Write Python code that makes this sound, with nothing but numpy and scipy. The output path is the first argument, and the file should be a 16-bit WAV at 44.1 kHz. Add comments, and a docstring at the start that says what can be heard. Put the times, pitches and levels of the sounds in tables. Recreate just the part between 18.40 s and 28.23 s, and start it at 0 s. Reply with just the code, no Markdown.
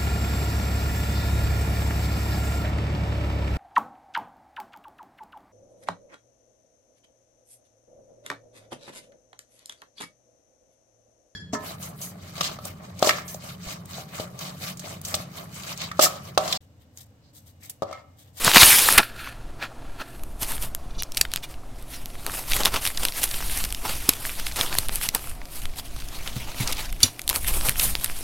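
"""A wad of paper banknotes, pulled from an envelope, then fanned and thumbed close to a mono microphone.
Sliding sheets are stuttering filtered noise; creases snap as short noise bursts with a ring and a shove.
A nail rattles the wad's edge resonances, taps are sagging low tones, and moving paper pushes slow air
at the microphone. Snaps and clacks get a faint room answer; a quiet hum lies behind; loud peaks flatten."""
import sys
import numpy as np
from scipy import signal
from scipy.fft import rfft, irfft, next_fast_len
from scipy.io import wavfile
from scipy.ndimage import uniform_filter1d, map_coordinates

SR = 44100
rng = np.random.default_rng(int(sys.argv[2]) if len(sys.argv) > 2 else 0)


def generate_wav(signal):
    """Clip the signal to [-1, 1] and save it as 16-bit WAV at the path in sys.argv[1]."""
    frames = np.transpose(np.atleast_2d(signal))
    scaled = np.clip(frames, -1, 1) * 32767
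    pcm = np.round(scaled).astype(np.int16)
    wavfile.write(sys.argv[1], SR, pcm)


N = 433503  # samples

# Steady contact between the sheets, first the pull from the envelope; levels before the layer trims.
# Each row: time in seconds, fine fibre hiss in dB, sheet rustle in dB, flap of whole sheets in dB.
STEADY_CONTACT = [(0, -30.5, -30.5, -34.5), (.12, -27, -21, -38.5), (.267, -11, -13.5, -38.5),
                  (.561, -23.5, -25, -30.5), (.662, -45, -37, -54), (.73, -62, -51, -53),
                  (1.31, -79, -60.5, -51), (1.7, -53.5, -51, -54.5), (1.97, -60, -77.5, -52),
                  (2.3, -62, -60, -51.5), (2.57, -66, -58.5, -53), (3.25, -67.5, -67, -57),
                  (3.46, -59.5, -61, -58), (4.05, -41.5, -43.5, -49), (4.7, -44.5, -45.5, -54),
                  (5.05, -37.5, -37.5, -46), (5.4, -52, -49, -49), (5.65, -45, -44.5, -62),
                  (6.12, -50, -43.5, -61), (7.0, -64, -56.5, -54.5), (7.7, -50.5, -47.5, -65),
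                  (8.14, -52, -45.5, -47), (8.5, -51.5, -49, -71), (8.87, -52, -54, -66),
                  (9.1, -32, -37, -47), (9.34, -45, -42.5, -50), (9.83, -39.5, -42.5, -53)]
# Single strokes of one sheet over the next; levels before the layer trims.
# Each row: peak time in seconds, length in seconds, hiss in dB, rustle in dB, flap in dB.
SHEET_STROKES = [(0.069, 0.13, -37.5, -17.5, -21), (0.166, 0.091, -23, -9.5, -14.5),
                 (0.214, .12, -11, -9, -23), (0.594, 0.065, -36, -21, -18.5),
                 (0.808, 0.26, -47.5, -38.5, -49), (0.866, 0.19, -49, -37, -47),
                 (1.233, 0.098, -65.5, -30, -40), (1.607, 0.07, -51, -32.5, -34),
                 (2.027, 0.077, -26, -30.5, -36.5), (2.107, 0.25, -32, -38.5, -39.5),
                 (2.232, 0.12, -30.5, -36.5, -42), (2.785, 0.18, -42, -41.5, -47.5),
                 (2.94, 0.19, -51.5, -42.5, -54), (3.04, .05, -42, -36.5, -49),
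                 (3.108, 0.13, -50.5, -48, -56), (3.393, 0.18, -55.5, -52.5, -60),
                 (3.52, 0.14, -43, -51, -62), (3.547, 0.21, -45.5, -39, -53),
                 (3.878, 0.066, -41.5, -38, -34), (3.953, .2, -30.5, -37, -39.5),
                 (4.141, 0.23, -27.5, -30, -37), (4.207, 0.12, -37.5, -30.5, -31),
                 (4.26, 0.081, -31.5, -25.5, -25.5), (4.349, .13, -34, -27.5, -29.5),
                 (4.454, 0.15, -26.5, -29, -38), (4.63, 0.2, -32.5, -34, -36),
                 (4.78, 0.15, -29.5, -32.5, -38.5), (4.836, .1, -23.5, -30, -48),
                 (4.933, .3, -34, -39.5, -49.5), (5.12, 0.18, -31.5, -36, -54),
                 (5.179, 0.34, -31, -34.5, -52), (5.37, .15, -42.5, -49, -55),
                 (5.454, 0.056, -36, -29.5, -28.5), (5.505, 0.45, -34.5, -35, -42.5),
                 (5.61, .2, -40.5, -37, -56), (5.696, 0.15, -34, -34, -37), (5.87, .4, -34.5, -40, -44),
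                 (5.997, 0.075, -36.5, -32, -37), (6.071, 0.093, -34.5, -37.5, -54),
                 (6.17, 0.054, -31, -33, -44), (6.215, 0.26, -30.5, -30, -33.5),
                 (6.322, 0.061, -43, -35, -29.5), (6.383, 0.28, -33, -35.5, -41),
                 (6.552, .2, -32.5, -36.5, -46), (6.638, 0.12, -25.5, -29, -43),
                 (6.754, 0.06, -31, -31.5, -29.5), (6.84, .35, -39.5, -44, -51),
                 (7.162, 0.32, -39, -43, -54.5), (7.385, 0.089, -36, -39, -62),
                 (7.459, 0.067, -41, -42.5, -60), (7.585, 0.29, -50, -45, -69),
                 (7.753, 0.11, -45.5, -38.5, -42), (7.866, 0.35, -47, -37.5, -44.5),
                 (8.003, 0.23, -46, -38.5, -46.5), (8.092, 0.094, -54, -39.5, -42),
                 (8.208, 0.19, -37, -30.5, -43.5), (8.291, .16, -38.5, -33.5, -34),
                 (8.401, 0.16, -39.5, -31.5, -40), (8.455, 0.067, -44, -38.5, -55),
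                 (8.64, 0.13, -32, -31.5, -38.5), (8.911, 0.029, -35, -29.5, -31.5),
                 (8.956, 0.1, -25.5, -30.5, -32.5), (9.087, 0.072, -25, -32.5, -42.5),
                 (9.162, 0.19, -26.5, -37.5, -33), (9.267, .15, -26, -32.5, -34.5),
                 (9.401, 0.12, -27.5, -31.5, -43), (9.44, 0.17, -20.5, -29, -39.5),
                 (9.5, .08, -30, -38, -48), (9.643, 0.14, -35, -38, -46)]
# Colour of rubbing fibres, also the treble of a snap. Each row: frequency in Hz, relative density in dB per Hz.
FIBRE_COLOUR = [(3500, -11.5), (6300, -11), (9000, 0), (12000, 0.5), (14500, -5.5), (16000, -19.5)]
# Colour of sliding sheets. Each row: frequency in Hz, relative density in dB per Hz.
SHEET_COLOUR = [(350, -50.5), (800, 1), (1400, 2), (2500, 7.5), (4500, 5), (6500, 2), (10000, -6)]
# Colour of whole sheets flapping. Each row: frequency in Hz, relative density in dB per Hz.
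FLAP_COLOUR = [(80, -15.5), (150, -4.5), (450, -2), (900, 0), (1400, -2), (2500, -45.5)]
# The empty envelope is laid aside: start in seconds, end in seconds.
EMPTY_ENVELOPE_SPAN = (0.55, 1.9)
# Resonances of the hollow envelope. Each row: centre in Hz, width in Hz, level in dB for one pass.
ENVELOPE_MODES = [(1350, 170, 2.5), (1720, 260, 2.5), (2550, 700, -0.5), (3530, 700, -1), (4420, 940, -3)]
# Crease snaps. Each row: time in seconds, relative ring level in dB, relative treble level in dB,
# ring of the buckling patch in Hz, nominal length in ms.
CREASE_SNAPS = [(0.0474, -33.5, -6.5, 2900, 0.83), (.077, -11.5, -24, 1375, 6.9),
                (.1155, -11.5, -29.5, 2330, 1.6), (0.1356, -13, -26.5, 2080, 2.5),
                (0.1469, -8.5, -13, 3300, .94), (0.1585, -3.5, -10, 1430, 4.8),
                (0.169, -1.5, -23.5, 1660, 4.5), (0.2201, -11, -24, 1770, 8.6),
                (0.2309, 4, -25.5, 2900, 3.7), (0.4861, -11.5, -18.5, 1166, 6.2),
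                (.525, -27, -13, 1930, 2.5), (0.5776, -6.5, -10, 2300, 14), (0.8724, -30, -56, 1270, 4.1),
                (1.2257, -26, -59, 1580, 3.2), (1.795, -45.5, -50, 2500, 1.5),
                (1.8355, -40, -33, 1420, 1.9), (2.1194, -32.5, -23.5, 2230, 2.3),
                (2.18, -31.5, -42, 1890, 1.9), (2.349, -24, -19, 3960, 1.5),
                (2.6233, -20, -15.5, 3050, 0.42), (2.6322, -25, -38, 6200, 4),
                (2.7201, -31, -37.5, 5730, 2.6), (2.747, -31, -39, 4200, 1.7),
                (2.7708, -20, -21, 3640, 5.6), (2.778, -20, -34.5, 6400, 1.8),
                (2.8117, -9.5, -16.5, 4640, 4.4), (2.851, -26, -40.5, 2150, 4),
                (2.9173, -30.5, -33.5, 4290, 1.3), (2.937, -18, -21, 3760, 1.7),
                (2.96, -18.5, -20.5, 4100, 1.7), (2.97, -31, -45.5, 4050, 1.9),
                (2.9747, -27.5, -45, 2650, 1.3), (3.14, -43, -55, 2500, 4.9),
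                (3.425, -48.5, -41, 4000, 2.2), (3.6584, -26.5, -23.5, 3010, 0.54),
                (3.7532, -38, -50, 1690, 2.3), (3.8652, -20, -18.5, 2960, 1.07),
                (3.8963, -29.5, -46.5, 1230, 3.82), (4.1162, -22, -35, 2620, .91),
                (4.119, -19.5, -33.5, 2780, 4.1), (4.1337, -15.5, -36, 2480, 2.1),
                (4.165, -22, -20.5, 2340, 2.3), (4.2341, -16, -28, 2310, 1.3),
                (4.2514, -18, -19, 3930, 2.8), (4.2561, -9, -15, 3760, 3.1), (4.269, -19, -41, 2600, 1.2),
                (4.337, -29, -42, 1390, 11), (4.465, -16, -31, 2880, 1), (4.474, -20, -22, 3890, 3),
                (4.5732, -21.5, -44, 4330, 3.7), (4.634, -32, -24, 4460, 3.1),
                (4.6512, -16.5, -16.5, 3070, 3.4), (4.6848, -19.5, -29.5, 3950, 1.7),
                (4.7225, -28, -36, 3820, 1.8), (4.8324, -17.5, -21.5, 4470, 2.2),
                (4.837, -24, -22.5, 4020, 8.6), (4.9117, -26, -40, 4320, 4.2),
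                (5.2405, -13.5, -18, 3980, 0.29), (5.2487, -30, -26, 3230, 3.9),
                (5.29, -38, -36, 2690, 1.7), (5.3032, -35, -38, 3880, 5.7),
                (5.325, -26.5, -20.5, 2090, 1.45), (5.3469, -25, -35, 3680, 2.6),
                (5.6913, -8.5, -5.5, 5430, 3.7), (5.735, -28.5, -31, 4230, 3.8),
                (5.852, -21.5, -36, 2240, 1.4), (5.9982, -29, -28, 2460, 2.2),
                (6.0668, -24.5, -39, 2860, 3.2), (6.1221, -31, -45, 3740, 2.3),
                (6.16, -26.5, -31, 3600, 1.7), (6.2112, -11, -22, 3030, 1.8),
                (6.2624, -29, -37.5, 1830, 2.3), (6.327, -22, -33, 2220, 1.9),
                (6.3428, -28, -27, 2680, 1.5), (6.3514, -26, -25, 1140, 3.6),
                (6.3853, -16, -11.5, 4330, 2.7), (6.4856, -22.5, -18.5, 3750, 0.69),
                (6.494, -15.5, -44, 2030, 0.51), (6.5572, -29.5, -16, 4740, 1.9),
                (6.688, -17, -19, 3800, 3.5), (6.7484, -21.5, -14.5, 2840, 4.5),
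                (6.8723, -35.5, -35.5, 1450, 3.1), (7.016, -34, -67, 1840, 2.4),
                (7.0547, -36.5, -41, 3760, 1.7), (7.255, -25, -34, 2780, 1.9),
                (7.875, -25.5, -50, 3420, 3.2), (8.145, -34, -51, 1350, 2.3),
                (8.274, -22.5, -41, 4800, 6.4), (8.3154, -25, -44, 4370, 1.2),
                (8.323, -26.5, -29, 3620, 12), (8.5257, -35.5, -33.5, 2660, 5.1),
                (8.6042, -36.5, -35, 4370, 2.7), (8.793, -29, -32, 2770, 3.9), (8.817, -29, -27, 5420, 1.4),
                (8.878, -18.5, -16.5, 3840, 1.2), (8.892, -18, -13.5, 4300, 1.9),
                (8.897, -22.5, -17.5, 3950, 6), (8.9292, -24.5, -24.5, 1670, 1.1),
                (8.96, -27.5, -16.5, 3500, 1.2), (9.045, -29, -39, 2670, 4), (9.077, -41, -16.5, 3370, 0.8),
                (9.081, -27, -23, 2960, 6.7), (9.211, -23, -36, 2350, 1.1), (9.2857, -20.5, -26, 2530, 5.7),
                (9.294, -21, -10, 2640, 1.7), (9.322, -33, -42, 2600, 1.5), (9.3572, -30, -41, 2120, 2.8),
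                (9.3957, -18.5, -19, 4130, 5.6), (9.4125, -32, -17.5, 2690, 0.81),
                (9.421, -25.5, -19.5, 3570, 0.86), (9.553, -10, -22.5, 3130, 0.53),
                (9.6438, -26, -17, 3800, 5.1), (9.6603, -29.5, -27, 2990, 2.1),
                (9.6985, -24, -43.5, 1840, 0.88)]
# A nail on the edge. Each row: start in seconds, level in dB, rise in seconds, t60 in seconds,
# dullness in dB per octave for one pass.
NAIL_CLACKS = [(2.502, -47, 0.004, 0.03, 6), (2.535, -48, 0.02, 0.04, 7), (2.577, -30.5, 0.025, 0.034, 4),
               (3.021, -35.5, 0.018, 0.023, 10), (8.6293, -2.5, 0.00077, 0.025, -1.5)]
# Resonances of the wad's stiff edge. Each row: centre in Hz, width in Hz, level in dB for one pass.
EDGE_MODES = [(2400, 120, -6.5), (2890, 82, -1.5), (3490, 190, -1), (3990, 160, 0.5), (4520, 260, -0.5),
              (5110, 270, -1.5), (5830, 250, 1.5), (6870, 380, -2.5), (7300, 280, -3.5), (8470, 300, -6.5),
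              (9280, 250, -2.5), (10200, 400, -7), (11220, 460, -6), (13700, 400, -11)]
# Soft taps of the wad. Each row: start in seconds, relative level in dB, nominal pitch in Hz, t60 in seconds.
SOFT_TAPS = [(0.07, -19, 139.5, 0.053), (0.165, -5, 231, 0.027), (0.224, -25.5, 243.5, 0.047),
             (0.573, -53, 280, 0.07), (2.02, -26, 101.7, 0.042), (4.25, -31, 115, 0.076),
             (4.334, -29, 102.5, 0.067), (4.47, -33, 105, 0.07), (5.449, -42, 113, 0.054),
             (5.689, -13, 301, 0.017), (6.201, -31, 134, 0.043), (6.386, -20, 105, 0.039),
             (7.962, -26, 129, 0.12), (8.203, -20, 130.6, 0.14), (8.634, -23.5, 103.6, 0.15),
             (8.641, -29, 260, 0.12), (9.285, -19.5, 136, 0.053), (9.529, -41, 101, 0.07)]
# Air pushed at the microphone. Each row: time in seconds, level in dB.
AIR_LEVEL = [(0, -37.5), (.8, -37), (1.9, -35.5), (2.1, -25.5), (2.45, -32.5), (3.28, -34.5), (3.9, -30),
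             (4.9, -28), (5.3, -24.5), (5.97, -31.5), (6.3, -27.5), (7.17, -34.5), (7.4, -32.5),
             (8.2, -26.5), (8.8, -34.5), (9.17, -21.5), (9.33, -29), (9.47, -21.5), (9.75, -32.5)]
# Colour of that air. Each row: frequency in Hz, relative density in dB per Hz.
AIR_COLOUR = [(1.8, -35.5), (3, 8), (17, -3.5), (60, -14.5), (100, -23.5), (200, -29.5), (350, -45),
              (600, -71)]
# Decay of the room. Each row: frequency in Hz, t60 in seconds.
ROOM_DECAY = [(300, 0.22), (1500, 0.08), (5000, .09), (14000, 0.088)]
# Colour of the quiet room. Each row: frequency in Hz, relative density in dB per Hz.
ROOM_COLOUR = [(60, -35.5), (115, 0), (190, -17), (255, -6.5), (340, -10), (470, -15.5), (640, -12.5),
               (705, -7.5), (770, -15), (1300, -23.5), (2100, -27), (5000, -32), (10500, -33.5),
               (16000, -47.5)]

RISE_SHARE, EDGE_DB = 0.43, 24  # part of a stroke before its peak; its ends lie this far below the peak
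ROUNDNESS = 1.32  # 1 = pointed swell, more = it holds its level and ends abruptly
SMALL_COUNT = 100
SMALL_RING_DB, SMALL_TREBLE_DB, SMALL_SPREAD_DB = 7.5, 1.5, 2.5  # over the rustle and hiss; random spread
SMALL_HZ, SMALL_MS, SMALL_SCATTER = 3000, 1.6, .45  # typical ring and length of small snaps, log scatter
TOP_HZ = 16000  # band limit


def slide():
    """Rubbing fibres hiss; the drag stutters, and rough spots catch, fine and coarse ones apart."""
    hiss_db, rustle_db, flap_db = rubbing()
    unsteadiness = np.clip(-hiss_db / 30, .3, 1)  # a loud slide stutters less
    drag = unsteadiness * (wobble(40) + 1.56 * wobble(110))
    fine = catches(per_s=150, spread_db=5.5, t60=0.0049)
    coarse = unsteadiness * catches(per_s=77, spread_db=5, t60=0.022)

    hiss = amp(0.75 * drag) * (1 + 0.2 * fine) * coloured(patchy(depth_db=2.0), FIBRE_COLOUR)
    rustle = amp(0.71 * drag) * (1 + 0.28 * coarse) * sheet_noise()
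    lumps = amp(1.3 * drag + .6 * wobble(10)) * (1 + .35 * coarse)
    flap = lumps * coloured(patchy(depth_db=1.5), FLAP_COLOUR)
    return amp(hiss_db - 1.3) * hiss + amp(rustle_db - 1.58) * rustle + amp(flap_db - 3.5) * flap


def sheet_noise():
    """Noise of sliding sheets; the hollow envelope's resonances dominate while it is laid aside."""
    sheets = coloured(patchy(depth_db=2.5), SHEET_COLOUR)
    empty = slice(*(round(s * SR) for s in EMPTY_ENVELOPE_SPAN))
    noise = rng.standard_normal(N)[empty]
    hollow = resonant(resonant(noise, ENVELOPE_MODES), ENVELOPE_MODES)
    sheets[empty] = unit(.4 * sheets[empty] + hollow)
    return sheets


def rubbing():
    """Hiss, rustle and flap levels in dB: each stroke swells and fades over the steady contact."""
    t = np.arange(0, N, 64) / SR  # a coarse time grid is enough
    peak, length, *levels = np.transpose(SHEET_STROKES)
    late = (t - peak[:, None]) / length[:, None]
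    distance = np.maximum(-late / RISE_SHARE, late / (1 - RISE_SHARE))
    swell = amp(-2 * EDGE_DB * distance ** ROUNDNESS)  # doubled dB give power
    strokes = [np.interp(np.arange(N) / SR, t, amp(2 * db) @ swell) for db in levels]
    return [10 * np.log10(amp(2 * bed) + power) for bed, power in zip(curves(STEADY_CONTACT), strokes)]


def catches(per_s, spread_db, t60):
    """Envelope of tiny random catches: sudden, short, a few much larger than the rest."""
    sizes = amp(spread_db * np.minimum(rng.exponential(size=N), 4))
    kicks = (rng.random(N) < per_s / SR) * sizes
    decay = amp(-60 * np.arange(SR // 20) / SR / t60)
    return unit(signal.fftconvolve(kicks, decay)[:N])


def patchy(depth_db):
    """Noise whose colour drifts in patches as the sheets bend."""
    z = signal.stft(rng.standard_normal(N), nperseg=256)[2]
    field = uniform_filter1d(rng.standard_normal(z.shape), size=5, axis=0)  # smooth over frequency
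    field = uniform_filter1d(field, size=9, axis=1)  # and over time
    return signal.istft(z * amp(depth_db * field / field.std()), nperseg=256)[1][:N]


def snaps():
    """A crease buckles in a few ms; fast bending waves bring treble first, then the patch rings and shoves air."""
    out, t = np.zeros(N + SR), np.arange(2048) / SR
    for s, ring_db, treble_db, ring_hz, ms in CREASE_SNAPS + small_snaps():
        length = ms / 1000
        start = round((s - .25 * length) * SR)
        patch = [(ring_hz / 4, -26), (ring_hz / 2.32, -7), (ring_hz, 0),
                 (ring_hz * 1.64, -6), (ring_hz * 4, -24), (ring_hz * 12, -50)]
        # lag and stretch are in snap lengths
        for spectrum, db, lag, stretch in ((FIBRE_COLOUR, treble_db, -.15, .17), (patch, ring_db, -.05, .19)):
            u = np.maximum(t / length - .25 - lag, 0) / stretch
            burst = u ** 2 * np.exp(-u) * coloured(rng.standard_normal(len(t)), spectrum)
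            burst *= np.sqrt(length * SR / np.sum(burst ** 2))  # energy follows the length
            out[start:][:len(t)] += amp(db - 0.87) * burst
        u = t / (0.00078 + 0.33 * length)
        shove = rng.standard_normal() * u * (2 - u) * np.exp(-u)  # a push and pull of random sign and size
        out[start:][:len(t)] += amp(ring_db - 10.5) * shove
    return out[:N]


def small_snaps():
    """Rows like those of CREASE_SNAPS, at random moments after the envelope, following the rubbing level."""
    hiss_db, rustle_db, _ = rubbing()
    at = rng.integers(round(EMPTY_ENVELOPE_SPAN[1] * SR), N, SMALL_COUNT)
    chance = rng.standard_normal((4, SMALL_COUNT))
    ring_db = rustle_db[at] + SMALL_RING_DB + SMALL_SPREAD_DB * chance[0]
    treble_db = hiss_db[at] + SMALL_TREBLE_DB + SMALL_SPREAD_DB * chance[1]
    sizes = np.exp(SMALL_SCATTER * chance[2:])
    return list(zip(at / SR, ring_db, treble_db, SMALL_HZ * sizes[0], SMALL_MS * sizes[1]))


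def clacks():
    """A nail flicks or scrapes the stacked edges: a dying rattle in their resonances."""
    out, t = np.zeros(N + SR), np.arange(8192) / SR
    for s, db, rise, t60, dull_db in NAIL_CLACKS:
        modes = [(hz, width, level - dull_db * np.log2(hz / 4000)) for hz, width, level in EDGE_MODES]
        after = np.maximum(t - rise, 0)
        decay = amp(-60 * after / t60) + amp(-16.5 - 60 * after / 0.16)  # main decay and a faint longer tail
        shape = np.minimum(t / rise, 1) * decay
        rattle = resonant(resonant(shape * rng.standard_normal(len(t)), modes), modes)  # twice: deep valleys
        out[round(s * SR):][:len(t)] += amp(db) * rattle * np.std(shape)
    return out[:N]


def resonant(x, modes):
    """x through (Hz, width, dB) resonances of alternating sign, rms 1."""
    f = np.fft.rfftfreq(len(x), 1 / SR)
    ring = np.zeros(len(f), complex)
    for k, (centre, width, db) in enumerate(modes):
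        damping = 1j * f * width
        ring += (-1) ** k * amp(db) * damping / (centre * centre - f * f + damping)
    return unit(irfft(rfft(x) * ring, len(x)))


def taps():
    """The wad or a hand thumps: a few low cycles that sag in pitch, inside a dull puff."""
    out, t = np.zeros(N + SR), np.arange(8192) / SR
    for s, db, hz, t60 in SOFT_TAPS:
        turns = hz * (.9 * t + 0.0012 * (1 - np.exp(-t / .01)))  # from 1.02 to 0.9 of the nominal pitch
        puff_colour = [(hz / 2, -20), (hz, 0), (hz * 2, -3), (hz * 5, -24)]
        puff = coloured(rng.standard_normal(len(t)), puff_colour)
        thump = np.sin(2 * np.pi * turns) + .4 * puff
        attack = 1 - np.exp(-t / 0.0011)
        out[round(s * SR):][:len(t)] += amp(db + 3.0 - 60 * t / t60) * attack * thump
    return out[:N]


def air():
    """Slow pressure swings at the microphone from the moving paper, in lumps."""
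    level_db, = curves(AIR_LEVEL)
    lumps = amp(3.3 * wobble(8.9))
    return amp(level_db) * unit(lumps * coloured(rng.standard_normal(N), AIR_COLOUR))


def walls(x):
    """A short answer of the room, new for every quarter second; the lowest tones linger longest."""
    out, step = np.zeros(N + SR), SR // 4
    for start in range(0, N, step):
        hz, t, z = signal.stft(rng.standard_normal(step), SR, nperseg=256)
        decay = amp(-60 * t / along(ROOM_DECAY, hz)[:, None])
        tail = signal.istft(z * decay, SR, nperseg=256)[1]
        wet = signal.fftconvolve(x[start:start + step], tail / np.linalg.norm(tail))
        out[start + 150:][:len(wet)] += wet  # 150 samples (3.4 ms) late
    return out[:N]


def room_tone():
    """Ventilation hum and microphone hiss as one coloured noise, its level barely moving."""
    return amp(-48 + 0.65 * wobble(3.14)) * coloured(rng.standard_normal(N), ROOM_COLOUR)


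def amp(db):
    """Gain of a level in dB."""
    return 10 ** (np.asarray(db) / 20)


def unit(x):
    """Each row brought to rms 1."""
    return x / np.sqrt(np.mean(x ** 2, axis=-1, keepdims=True) + 1e-20)


def along(points, hz):
    """(Hz, value) points read on a log frequency axis."""
    f, v = np.transpose(points)
    return np.interp(np.log(hz + 1), np.log(f + 1), v)


def curves(rows):
    """One value per sample for each column after the time."""
    s, *cols = np.transpose(rows)
    return [np.interp(np.arange(N) / SR, s, c) for c in cols]


def wobble(rate):
    """A smooth random curve, rate knots a second."""
    knots = rng.standard_normal(int(N * rate / SR) + 4)
    return map_coordinates(knots, [np.arange(N) * rate / SR])


def coloured(x, spectrum):
    """x given a (Hz, dB) spectrum, rms 1."""
    m = next_fast_len(x.shape[-1])
    gain = amp(along(spectrum, np.fft.rfftfreq(m, 1 / SR)))
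    return unit(irfft(rfft(x, m) * gain, m)[..., :x.shape[-1]])


def scene():
    """One close microphone feeds both channels; only snaps and clacks excite the room."""
    knocks = snaps() + clacks()
    mono = slide() + knocks + taps() + air() + amp(-19.5) * walls(knocks) + room_tone()
    return np.array([mono, mono])


def record(dry):
    """Peaks flatten near full scale; then everything from the band limit up is removed."""
    flat = dry / (1 + np.abs(dry / .92) ** 8) ** (1 / 8)
    m = next_fast_len(N)
    passed = np.fft.rfftfreq(m, 1 / SR) < TOP_HZ
    return irfft(rfft(flat, m) * passed, m)[:, :N]


dry = scene()
out = record(dry)
generate_wav(out)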